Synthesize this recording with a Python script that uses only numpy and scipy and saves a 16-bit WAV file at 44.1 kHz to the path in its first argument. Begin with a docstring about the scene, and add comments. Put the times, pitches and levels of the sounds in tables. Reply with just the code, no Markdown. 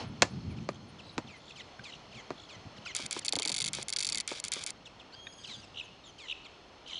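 """Young moorhens by a handheld camera

Young moorhens chirp, whistle and trill in the shallows of a lake, over soft air and a faint insect.
A bird turns hoarse when its voice flutters or every other vibration differs; the far bank echoes it.
The camera is close to its own microphone: hands rumble and knock on the body, and the focus motor
hunts to and fro in whirring runs and quick clicking steps."""
import sys
import numpy as np
from scipy import signal
from scipy.fft import rfft, irfft
from scipy.io import wavfile

SR = 44100
rng = np.random.default_rng(int(sys.argv[2]) if len(sys.argv) > 2 else 0)


def to_wav(s):
    """Save 16-bit WAV."""
    ch = np.atleast_2d(s).T  # columns
    pcm = np.round(np.clip(ch, -1, 1) * 32767)  # PCM
    wavfile.write(sys.argv[1], SR, pcm.astype(np.int16))


N = 308259
T = np.arange(N) / SR

# tone of the rumble of the hands (frequency [Hz], level [dB])
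RUMBLE_TONE = [(18, -54), (30, -23.5), (91, -4), (112, -3), (225, -5), (257, -11), (362, -18.5), (504, -35),
               (700, -50), (910, -69.5), (1540, -120)]
# the rumble dies down as the grip settles (time [s], relative level [dB])
GRIP_LEVEL = [(0, -48.5), (.11, -37.5), (.27, -44), (.35, -39), (.6, -38.5), (.68, -50), (.88, -49.5),
              (1.45, -59.5), (2.4, -59), (3.25, -59.5), (3.78, -48.5), (3.9, -59), (4.35, -62.5),
              (5.5, -59), (5.75, -63.5), (6.99, -68)]
# soft bumps of the fingers (time [s], relative level [dB])
FINGER_BUMPS = [(.215, -38), (1.165, -40.5), (1.24, -44), (1.79, -46.5), (2.15, -50), (2.295, -48),
                (2.56, -50), (2.65, -43), (2.78, -48.5), (3.03, -45.5), (3.35, -50), (3.51, -50),
                (4.16, -50), (4.438, -52), (5.57, -51)]
# tone of the open air (frequency [Hz], level [dB])
AIR_TONE = [(120, -19), (200, -10.5), (286, -0.5), (350, -1), (790, -1.5), (1190, -5.5), (1410, -5.5),
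            (1530, -11), (2080, -10), (2220, -10), (2860, -9.5), (3280, -8.5), (4300, -22), (6250, -27),
            (11500, -48), (15000, -78), (22000, -120)]
# how loud the air is (time [s], relative level [dB])
AIR_LEVEL = [(0.0, -42.5), (.04, -49), (0.075, -56.5), (0.76, -59), (3.6, -56.5), (4.9, -59.5), (6.99, -59)]
# narrow bands of faint hiss (frequency [Hz], width [Hz], level [dB])
HISS_BANDS = [(4264, 233, 4.5), (5330, 240, -0.5), (6230, 270, -3.5)]
# how loud the hiss is (time [s], level [dB])
HISS_LEVEL = [(0, -47), (.08, -65), (.3, -59.5), (.6, -65), (2.5, -63), (5, -67), (6.99, -66)]
# the insect's rasps (time [s])
INSECT_TIMES = [.06, .29, .49, .68, .87, 1.11, 1.35]
# knocks on the camera (time [s], relative level [dB], dull above [Hz], thin below [Hz])
KNOCKS = [(0.2211, -14, 6960, 1200), (0.2232, -15.5, 4500, 300), (.229, -21, 4500, 450),
          (0.6894, -25.5, 1400, 200), (1.1798, -25, 2220, 130), (2.305, -29, 596, 200),
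          (2.995, -39.5, 600, 200), (3.165, -32.5, 1000, 390), (3.333, -32, 900, 450),
          (3.3673, -31.5, 450, 250), (3.397, -35.5, 900, 400), (3.459, -37.5, 800, 350),
          (3.499, -39, 800, 350), (3.785, -36, 1000, 400), (4.316, -31.5, 1000, 304),
          (4.565, -39.5, 900, 400)]
# tone of the camera body (frequency [Hz], level [dB])
BODY_TONE = [(60, -12), (250, 5), (500, 4.5), (760, 3), (1000, 2.5), (1350, -4.5), (1750, -4), (2400, -3.5),
             (3000, -16), (4200, -5), (5600, -7.5), (7100, -5), (8000, -13.5), (11000, -30.5)]
# notes the camera's shell rings at (frequency [Hz], width [Hz], level [dB])
SHELL_RING = [(294, 110, 5), (759, 37, -3.5), (1180, 50, -5), (1737, 26, -5), (2435, 450, -11)]
# what a bird's throat and bill let through (frequency [Hz], level [dB])
THROAT_TONE = [(1000, -11), (1500, -20), (2000, -3.5), (3800, -4), (4600, -5.5), (6000, -6), (7300, -6.5),
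               (8300, -21.5), (10000, -18), (12000, -66)]
# short peeps (time [s], top pitch [Hz], relative level [dB], half-pitch tones [dB])
PEEPS = [(.561, 3630, -53.5, -3), (.981, 3570, -49, -9), (1.267, 3690, -53, -15), (1.484, 3710, -47.5, -10),
         (1.592, 3761, -48.5, -6), (2.11, 3500, -56, -1), (2.759, 3950, -54.5, 4), (3.206, 3990, -49, -1.5),
         (4.849, 3750, -47, -8), (4.99, 3670, -51.5, -10.5), (5.431, 3850, -47, -6), (6.44, 3100, -54.5, 5)]
# longer falling cries (time [s], length [s], relative level [dB], half-pitch tones [dB])
CRIES = [(0.48, 0.084, -64, -19), (1.275, .11, -53, -11), (1.553, 0.065, -48.5, -6.5),
         (1.831, 0.084, -50.5, -0.5), (2.139, 0.083, -51.5, -1.5), (2.484, .086, -52, -3),
         (2.847, .076, -42, -10), (3.403, 0.094, -46.5, -19), (4.093, .12, -48, -7.5),
         (5.462, 0.0726, -53.5, 5.5), (6.177, 0.099, -53, 0.5), (6.87, 0.087, -52.5, 0)]
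# trills that swell (time [s], length [s], warbles [per s], middle pitch [Hz],
# relative level [dB], closing pitch drop [Hz])
TRILLS = [(0.583, 0.083, 120, 3580, -58, 0), (0.701, 0.075, 79, 3670, -52.5, 0),
          (1.017, 0.11, 68, 4470, -51, 0), (1.399, .14, 77, 4026, -49, 300),
          (1.889, 0.085, 68, 3390, -48, 300), (2.317, 0.15, 54, 3930, -52, -4),
          (2.814, 0.12, 53, 3510, -47.5, 300), (5.7422, 0.08, 77, 3390, -31.5, 750),
          (6.266, .074, 73, 3420, -31, 771), (6.859, 0.177, 86, 3595, -34, 1.5)]
# small woody ticks (time [s], level [dB], pitch [Hz])
WOODY_TICKS = [(1.793, -51, 1570), (2.8596, -49, 1403), (5.2686, -46.5, 1630)]
# notes a tick rings at (multiple of its pitch, level [dB])
TICK_RING = [(1, 1.5), (1.12, -2.5), (1.47, -2.5), (2.3, -9.5)]
# longer focus runs (start [s], change of speed [s], stop [s], relative click level at the change [dB],
# relative whirr level [dB])
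FOCUS_RUNS = [(2.9491, 2.9642, 3.0623, 5, -39), (3.1093, 3.1274, 3.192, 2, -40),
              (3.2483, 3.2573, 3.2633, -3, -43), (3.732, 3.7501, 3.8273, -2, -39),
              (3.8832, 3.8923, 3.9013, -3, -43), (4.2762, 4.2942, 4.3993, -20, -39),
              (4.4395, 4.4486, 4.4819, -2, -42), (4.5182, 4.5363, 4.6376, 4, -38),
              (4.6632, 4.6723, 4.7041, -5, -42)]
# quick lens steps one way (rough time [s])
STEPS_OUT = [3.282, 3.324, 3.354, 3.387, 3.421, 3.451, 3.475, 3.493, 3.517, 3.542, 3.563, 3.581, 3.602,
             3.617, 3.641, 3.659, 3.678]
# and back again (rough time [s])
STEPS_BACK = [3.925, 3.962, 3.986, 4.004, 4.025, 4.046, 4.068, 4.089, 4.122, 4.146, 4.173, 4.201]
# each series of steps (rough times [s], knock pitch [Hz], first knock's level [dB], fading [dB per s])
FOCUS_HUNTS = [(STEPS_OUT, 4030, -13.5, 14), (STEPS_BACK, 4380, -17.5, 3.2)]
# tone of the motor's whirr (frequency [Hz], level [dB])
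WHIRR_TONE = [(710, -35), (1200, -9.5), (1690, -6.5), (1910, -11.5), (2280, 3.5), (2780, -8.5), (3330, 3),
              (4100, -2.5), (4600, -1), (6340, -7), (7170, -7.5), (7800, -13), (9980, -14), (10500, -21),
              (11500, -44), (15000, -50), (22000, -120)]
# notes the lens barrel rings at (frequency [Hz], width [Hz], level [dB])
BARREL_RING = [(2140, 200, 3), (2604, 87, 2), (3220, 550, -4.5), (4090, 210, -8.5), (4320, 320, -5),
               (4635, 370, -2.5), (5550, 480, -6.5), (7190, 640, -0.5), (8580, 270, -2.5), (9070, 153, -3),
               (9980, 285, -5.5)]
# course of one long whistle (time [s], pitch [Hz], relative level [dB], overtones [dB])
WHISTLE_PATH = [(5.12, 2720, -62, -12), (5.15, 3214, -53.5, -11), (5.24, 3263, -50, -7),
                (5.36, 3297, -61.5, 10), (5.44, 3193, -58.5, 1), (5.612, 3150, -56, 1)]
# where the whistle cracks (time [s], length [s], half-pitch tones [dB])
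VOICE_CRACKS = [(5.116, .039, 10), (5.321, .026, 3), (5.376, .24, 4)]
# thin squeals (time [s], length [s], top pitch [Hz], relative level [dB], overtones [dB])
SQUEALS = [(5.484, 0.086, 4260, -46, -10), (5.609, .05, 3200, -58.5, 6.5), (5.8, .072, 3900, -56, -0.5),
           (6.034, 0.083, 3810, -53.5, -4)]


def undb(db):
    """Turn decibels into a number to multiply by."""
    return 10 ** (np.asarray(db) / 20)


def unit(x):
    """Scale a sound to an average power of 1."""
    return x / np.sqrt(np.mean(x ** 2))


def clock(length):
    """The time of each sample in a short sound."""
    return np.arange(max(int(length * SR), 8)) / SR


def add(out, start, x):
    """Mix x into out from a start time in seconds."""
    i = max(int(start * SR), 0)
    out[i:i + len(x)] += x[:max(N - i, 0)]


def level_curve(points):
    """Join (time, level) points with straight lines across the scene."""
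    return np.interp(T, *np.transpose(points))


def gain_at(points, hz):
    """How much a tone table lets through at one frequency."""
    freqs, db = np.transpose(points)
    return undb(np.interp(np.log(hz + 1), np.log(freqs), db))


def colour(x, points, size=2048):
    """Give a sound the tone in a table."""
    cepstrum = irfft(np.log(gain_at(points, np.fft.rfftfreq(size, 1 / SR))))
    # fold it so the filter rings only after a sound, never before
    cepstrum[1:size // 2] *= 2
    cepstrum[size // 2 + 1:] = 0
    response = irfft(np.exp(rfft(cepstrum)))
    return signal.fftconvolve(x, response)[:len(x)]


def ring(x, notes):
    """Let a sound ring at several notes at once; narrow ones ring longer."""
    return sum((-1) ** k * undb(db) * signal.lfilter(*signal.iirpeak(hz, hz / width, fs=SR), x)
               for k, (hz, width, db) in enumerate(notes))


def slope(x, hz, kind, order=1):
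    """Gently keep the "low" or the "high" side of a frequency."""
    return signal.sosfilt(signal.butter(order, min(hz, SR / 2 - 1), kind, fs=SR, output="sos"), x)


def wander(t, rate):
    """Random drift of about 1 either way, with `rate` new values a second."""
    count = int(t[-1] * rate) + 2
    return np.interp(t * rate, np.arange(count), rng.standard_normal(count))


def fade(t, rise, fall):
    """Fade a short sound in and out."""
    ramp = np.minimum(t / rise, (t[-1] - t) / fall)
    return np.sin(np.pi / 2 * np.clip(ramp, 0, 1)) ** 2


def with_tail(x, tail, db):
    """A sound plus a copy smeared out by a fading tail."""
    return x + undb(db) * signal.fftconvolve(x, tail / np.linalg.norm(tail))[:N]


def hands(low_hz=62, uneven_db=2.5, bump_s=.048):
    """Fingers shift on the grip: an uneven low rumble that dies down, with soft bumps."""
    noise = colour(rng.standard_normal(N), RUMBLE_TONE)
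    rumble = unit(slope(noise, low_hz, "high", order=2))
    pressure = undb(level_curve(GRIP_LEVEL) - 1.5 + uneven_db * wander(T, 24))
    for start, db in FINGER_BUMPS:
        add(pressure, start, undb(db - 1) * fade(clock(bump_s), rise=.011, fall=.047))
    return rumble * pressure


def air(deep_db=-67):
    """Soft open-air noise with a deep rumble below it and a thin, faintly pitched hiss on top."""
    breeze = unit(colour(rng.standard_normal(N), AIR_TONE))
    breeze *= undb(level_curve(AIR_LEVEL) + 2.5 + .74 * wander(T, 9.4))
    hiss = unit(ring(rng.standard_normal(N), HISS_BANDS)) * undb(level_curve(HISS_LEVEL))
    low_noise = slope(rng.standard_normal(N), 150.4, "low")
    deep = unit(ring(low_noise, [(69, 65, 0)])) * undb(deep_db)
    return breeze + hiss + deep


def insect(hz=9480, width_hz=420, db=-70, rasp_s=.055):
    """An insect's wings make short high rasps, about five a second."""
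    pulses, wing = np.zeros(N), [(hz, width_hz, 0)]
    for start in INSECT_TIMES:
        add(pulses, start, fade(clock(rasp_s), rise=.034, fall=.042))
    rasp = unit(ring(ring(rng.standard_normal(N), wing), wing))
    return undb(db) * pulses * rasp


def knocks(rattle_db=-13, blow_db=-3, ring_db=2, hard_db=-20, settle_db=-31, settle_s=.16):
    """Each knock jolts the camera body and rattles loose parts; soft knocks last longer."""
    out, t = np.zeros(N), clock(.08)
    for start, db, dull_hz, thin_hz in KNOCKS:
        rattle_s = .021 + .0024 * max(hard_db - db, 0)  # time to fade by 60 dB
        # as the body bends, the treble arrives first and the bass a moment later
        blow = signal.chirp(t, 11000, .0008, 1500, method="logarithmic", phi=90) * np.exp(-t / .002)
        dying_away = undb(rattle_db - 60 * t / rattle_s) + undb(settle_db - 60 * t / settle_s)
        rattle = rng.standard_normal(len(t)) * dying_away
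        force = rattle + undb(blow_db) * slope(blow, 2000, "high")
        sound = colour(force, BODY_TONE) + undb(ring_db) * ring(force, SHELL_RING)
        sound = slope(slope(sound, dull_hz, "low"), thin_hz, "high", order=2)
        add(out, start, undb(db - 13) * unit(sound))
    return out


def bird_voice(t, hz, half_db, overtone_db, rasp_db, jitter, shimmer_db=3.5):
    """Every other vibration differs, adding tones at odd multiples of half the pitch."""
    hz = hz * (1 + jitter * wander(t, 501.4))
    half_phase = np.pi * np.cumsum(hz) / SR
    out = 0
    for k in range(1, 10):  # k = 2 is the main note; odd k are the half-pitch tones
        db = (k % 2) * half_db + (k > 3) * overtone_db + shimmer_db * wander(t, 110)
        db = db - (k in (5, 8, 9)) * 5 - 1.16 * max(k - 2, 0)  # higher tones are weaker
        tone_hz = k * hz / 2
        flutter = undb(rasp_db) * (wander(t, 1100) + 1j * wander(t, 1100))  # makes it hoarse
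        tone = np.imag((1 + flutter) * np.exp(1j * k * half_phase))
        out = out + undb(db) * gain_at(THROAT_TONE, tone_hz) * (tone_hz < SR / 2) * tone
    return np.sqrt(2) * out


def chirp(length, top_hz, end_hz, half_db, overtone_db, swell_db,
          rise_s=.008, relax_s=.011, quick_share=.55, flick_hz=800):
    """One call: the pitch flicks up, drops quickly, then sags to the end."""
    t = clock(length)
    after_top = np.maximum(t - rise_s, 0)
    quick_drop = np.exp(-after_top / relax_s)
    slow_sag = 1 - after_top / after_top[-1]
    tension = quick_share * quick_drop + (1 - quick_share) * slow_sag
    hz = end_hz + (top_hz - end_hz) * tension - flick_hz * np.maximum(1 - t / rise_s, 0) ** 2
    loudness = undb(swell_db * (t / length - .5)) * fade(t, .013, .15 * length)
    return loudness * bird_voice(t, hz, half_db, overtone_db, rasp_db=-7.5, jitter=.013)


def chirps(peep_s=.032, peep_end_share=.63, cry_top_hz=3258, cry_end_hz=1885):
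    """Short peeps that each fall by the same share, and longer cries over one pitch range."""
    out = np.zeros(N)
    for start, top_hz, db, half_db in PEEPS:
        peep = chirp(peep_s, top_hz, peep_end_share * top_hz, half_db, overtone_db=-7.5, swell_db=3)
        add(out, start, undb(db) * peep)
    for start, length, db, half_db in CRIES:
        overtone_db = -1.5 + .5 * half_db  # a hoarser cry is also brighter
        cry = chirp(length, cry_top_hz, cry_end_hz, half_db, overtone_db, swell_db=-2.5)
        add(out, start, undb(db) * cry)
    return out


def shore_echo(x, fade_s=.75, echo_db=-11):
    """The far bank and its trees scatter a thin echo back."""
    t = clock(.7)
    tail = rng.standard_normal(len(t)) * undb(-60 * t / fade_s) * (1 - np.exp(-t / .0163))
    return with_tail(x, tail, echo_db)


def trills(swell_db=13, closing_s=.022, swing_hz=600, top_dip_db=12):
    """Fast warbles, loudest at the bottom of each swing; some settle on a low closing note."""
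    out = np.zeros(N)
    for start, length, rate, middle_hz, db, drop_hz in TRILLS:
        t = clock(length)
        swing = np.cos(2 * np.pi * rate * t + .27 * wander(t, 48.7))
        closing_hz = np.clip((t - length + closing_s) / .00848, 0, 1) * drop_hz
        hz = middle_hz - closing_hz + np.maximum(swing_hz - .71 * closing_hz, 0) * swing
        effort_db = db + 3 - swell_db * np.maximum(1 - t / (.55 * length), 0)
        effort_db -= top_dip_db * np.sqrt((swing + 1) / 2)
        overtone_db = -15.5 - .5 * (db + 31.5)  # the loud trills are the purest
        voice = bird_voice(t, hz, half_db=-31.5, overtone_db=overtone_db, rasp_db=-17, jitter=.019)
        add(out, start, undb(effort_db) * fade(t, .0018, .017) * voice)
    return out


def woody_ticks(width_hz=110):
    """Small hollow ticks: a burst of noise with a very short ring."""
    out, t = np.zeros(N), clock(.03)
    for start, db, hz in WOODY_TICKS:
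        force = rng.standard_normal(len(t)) * np.exp(-t / .0024)
        notes = [(hz * multiple, width_hz, note_db) for multiple, note_db in TICK_RING]
        add(out, start, undb(db) * unit(ring(force, notes)))
    return out


def jolt(length, from_hz, to_hz):
    """A jerk of the motor: a short vibration that slides down in pitch."""
    t = clock(length)
    return fade(t, .00016, .00031) * signal.chirp(t, from_hz, t[-1], to_hz)


def lens_steps(beat_s=.003023, first_beat_s=3.2815, long_gap_s=.026):
    """Steps keep to the motor's beat and last two beats, or three before a long gap."""
    for times, hz, db, fading in FOCUS_HUNTS:
        for time, gap in zip(times, np.diff(times, append=times[-1])):
            start = first_beat_s + beat_s * np.round((time - first_beat_s) / beat_s)
            length = beat_s * (2 + (gap > long_gap_s))
            yield start, length, hz, db - fading * (time - times[0])


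def focus_motor(start_db=-22, stop_db=-19, run_db=-17, full_whirr_db=-39, step_whirr_db=-43,
                surge_db=7, surge_s=.041, shiver_s=.016):
    """The motor clicks on, whirrs and clicks off; in quick steps the slightly loose lens knocks too."""
    blows, drive = np.zeros(N), np.zeros(N)
    click = jolt(.0015, from_hz=12500, to_hz=1600)
    for start, length, hz, db in lens_steps():
        pitch, size, slip = rng.standard_normal(3)  # the lens never sits quite the same
        hz = hz * (1 + .035 * pitch)
        knock = undb(db + .67 * size) * jolt(.00229, 1.278 * hz, .73 * hz)
        add(blows, start, undb(start_db) * click)
        add(blows, start + .00032 + .00003 * slip, knock)
        add(blows, start + length, undb(stop_db + .5 * rng.standard_normal()) * click)
        add(drive, start, undb(step_whirr_db) * fade(clock(length + .014), .00038, .011))
    for start, change, stop, change_db, db in FOCUS_RUNS:
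        add(blows, start, undb(run_db + .5 * (db - full_whirr_db)) * click)  # gentle run, gentle click
        add(blows, change, undb(run_db - 1.5 + change_db) * click)
        add(blows, stop, undb(stop_db - 1.5) * click)
        t = clock(stop - start + .0023)
        effort_db = db - 6.5 + surge_db * np.exp(-t / surge_s)  # it works hardest while speeding up
        add(drive, start, undb(effort_db) * fade(t, .00078, .0022))
    # the many small parts of the lens shiver the same way after every blow
    t = clock(.04)
    shiver = rng.standard_normal(len(t)) * undb(-60 * t / shiver_s)
    blows = with_tail(blows, shiver, db=-8)
    whirr = unit(colour(rng.standard_normal(N), WHIRR_TONE)) * undb(3.65 * wander(T, 400))
    return ring(blows, BARREL_RING) + drive * whirr


def whistle(clear_half_db=-28, clear_rasp_db=-24, cracked_rasp_db=-5):
    """A held clear note that turns hoarse wherever it cracks to the half pitch."""
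    times, *columns = np.transpose(WHISTLE_PATH)
    out, t = np.zeros(N), clock(times[-1] - times[0])
    hz, db, overtone_db = (np.interp(t + times[0], times, column) for column in columns)
    half_db, rasp_db = clear_half_db, clear_rasp_db
    for start, length, crack_db in VOICE_CRACKS:
        since = t + times[0] - start
        cracked = np.clip(np.minimum(since, length - since) / .0047, 0, 1)
        half_db = half_db + cracked * (crack_db - clear_half_db)
        rasp_db = rasp_db + cracked * (cracked_rasp_db - clear_rasp_db)
    voice = bird_voice(t, hz, half_db, overtone_db, rasp_db, jitter=.0042)
    add(out, times[0], undb(db) * fade(t, .0066, .008) * voice)
    return out


def squeals(end_share=.76, half_db=-17, rasp_db=-6, brighten_db=8):
    """A bird's voice slides evenly down and grows brighter as it falls."""
    out = np.zeros(N)
    for start, length, top_hz, db, overtone_db in SQUEALS:
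        t = clock(length)
        progress = t / t[-1]
        hz = top_hz * (1 - (1 - end_share) * progress)
        bright_db = overtone_db + brighten_db * (progress - .5)
        voice = bird_voice(t, hz, half_db, bright_db, rasp_db, jitter=.004)
        add(out, start, undb(db) * fade(t, .0076, .013) * voice)
    return out


def scene():
    """Birds echo across the lake; the camera's noises are right at the microphone."""
    birds = shore_echo(chirps() + squeals() + whistle() + trills())
    return (birds + focus_motor() + knocks() + woody_ticks() + hands() + air() + insect())[None]


def record(dry):
    """The camera rounds off the loudest peaks and cuts the treble above 11000 Hz."""
    rounded = .8 * np.tanh(dry / .8)
    return signal.sosfilt(signal.ellip(6, .3, 70, 11000, fs=SR, output="sos"), rounded)


dry = scene()
out = record(dry)
to_wav(out)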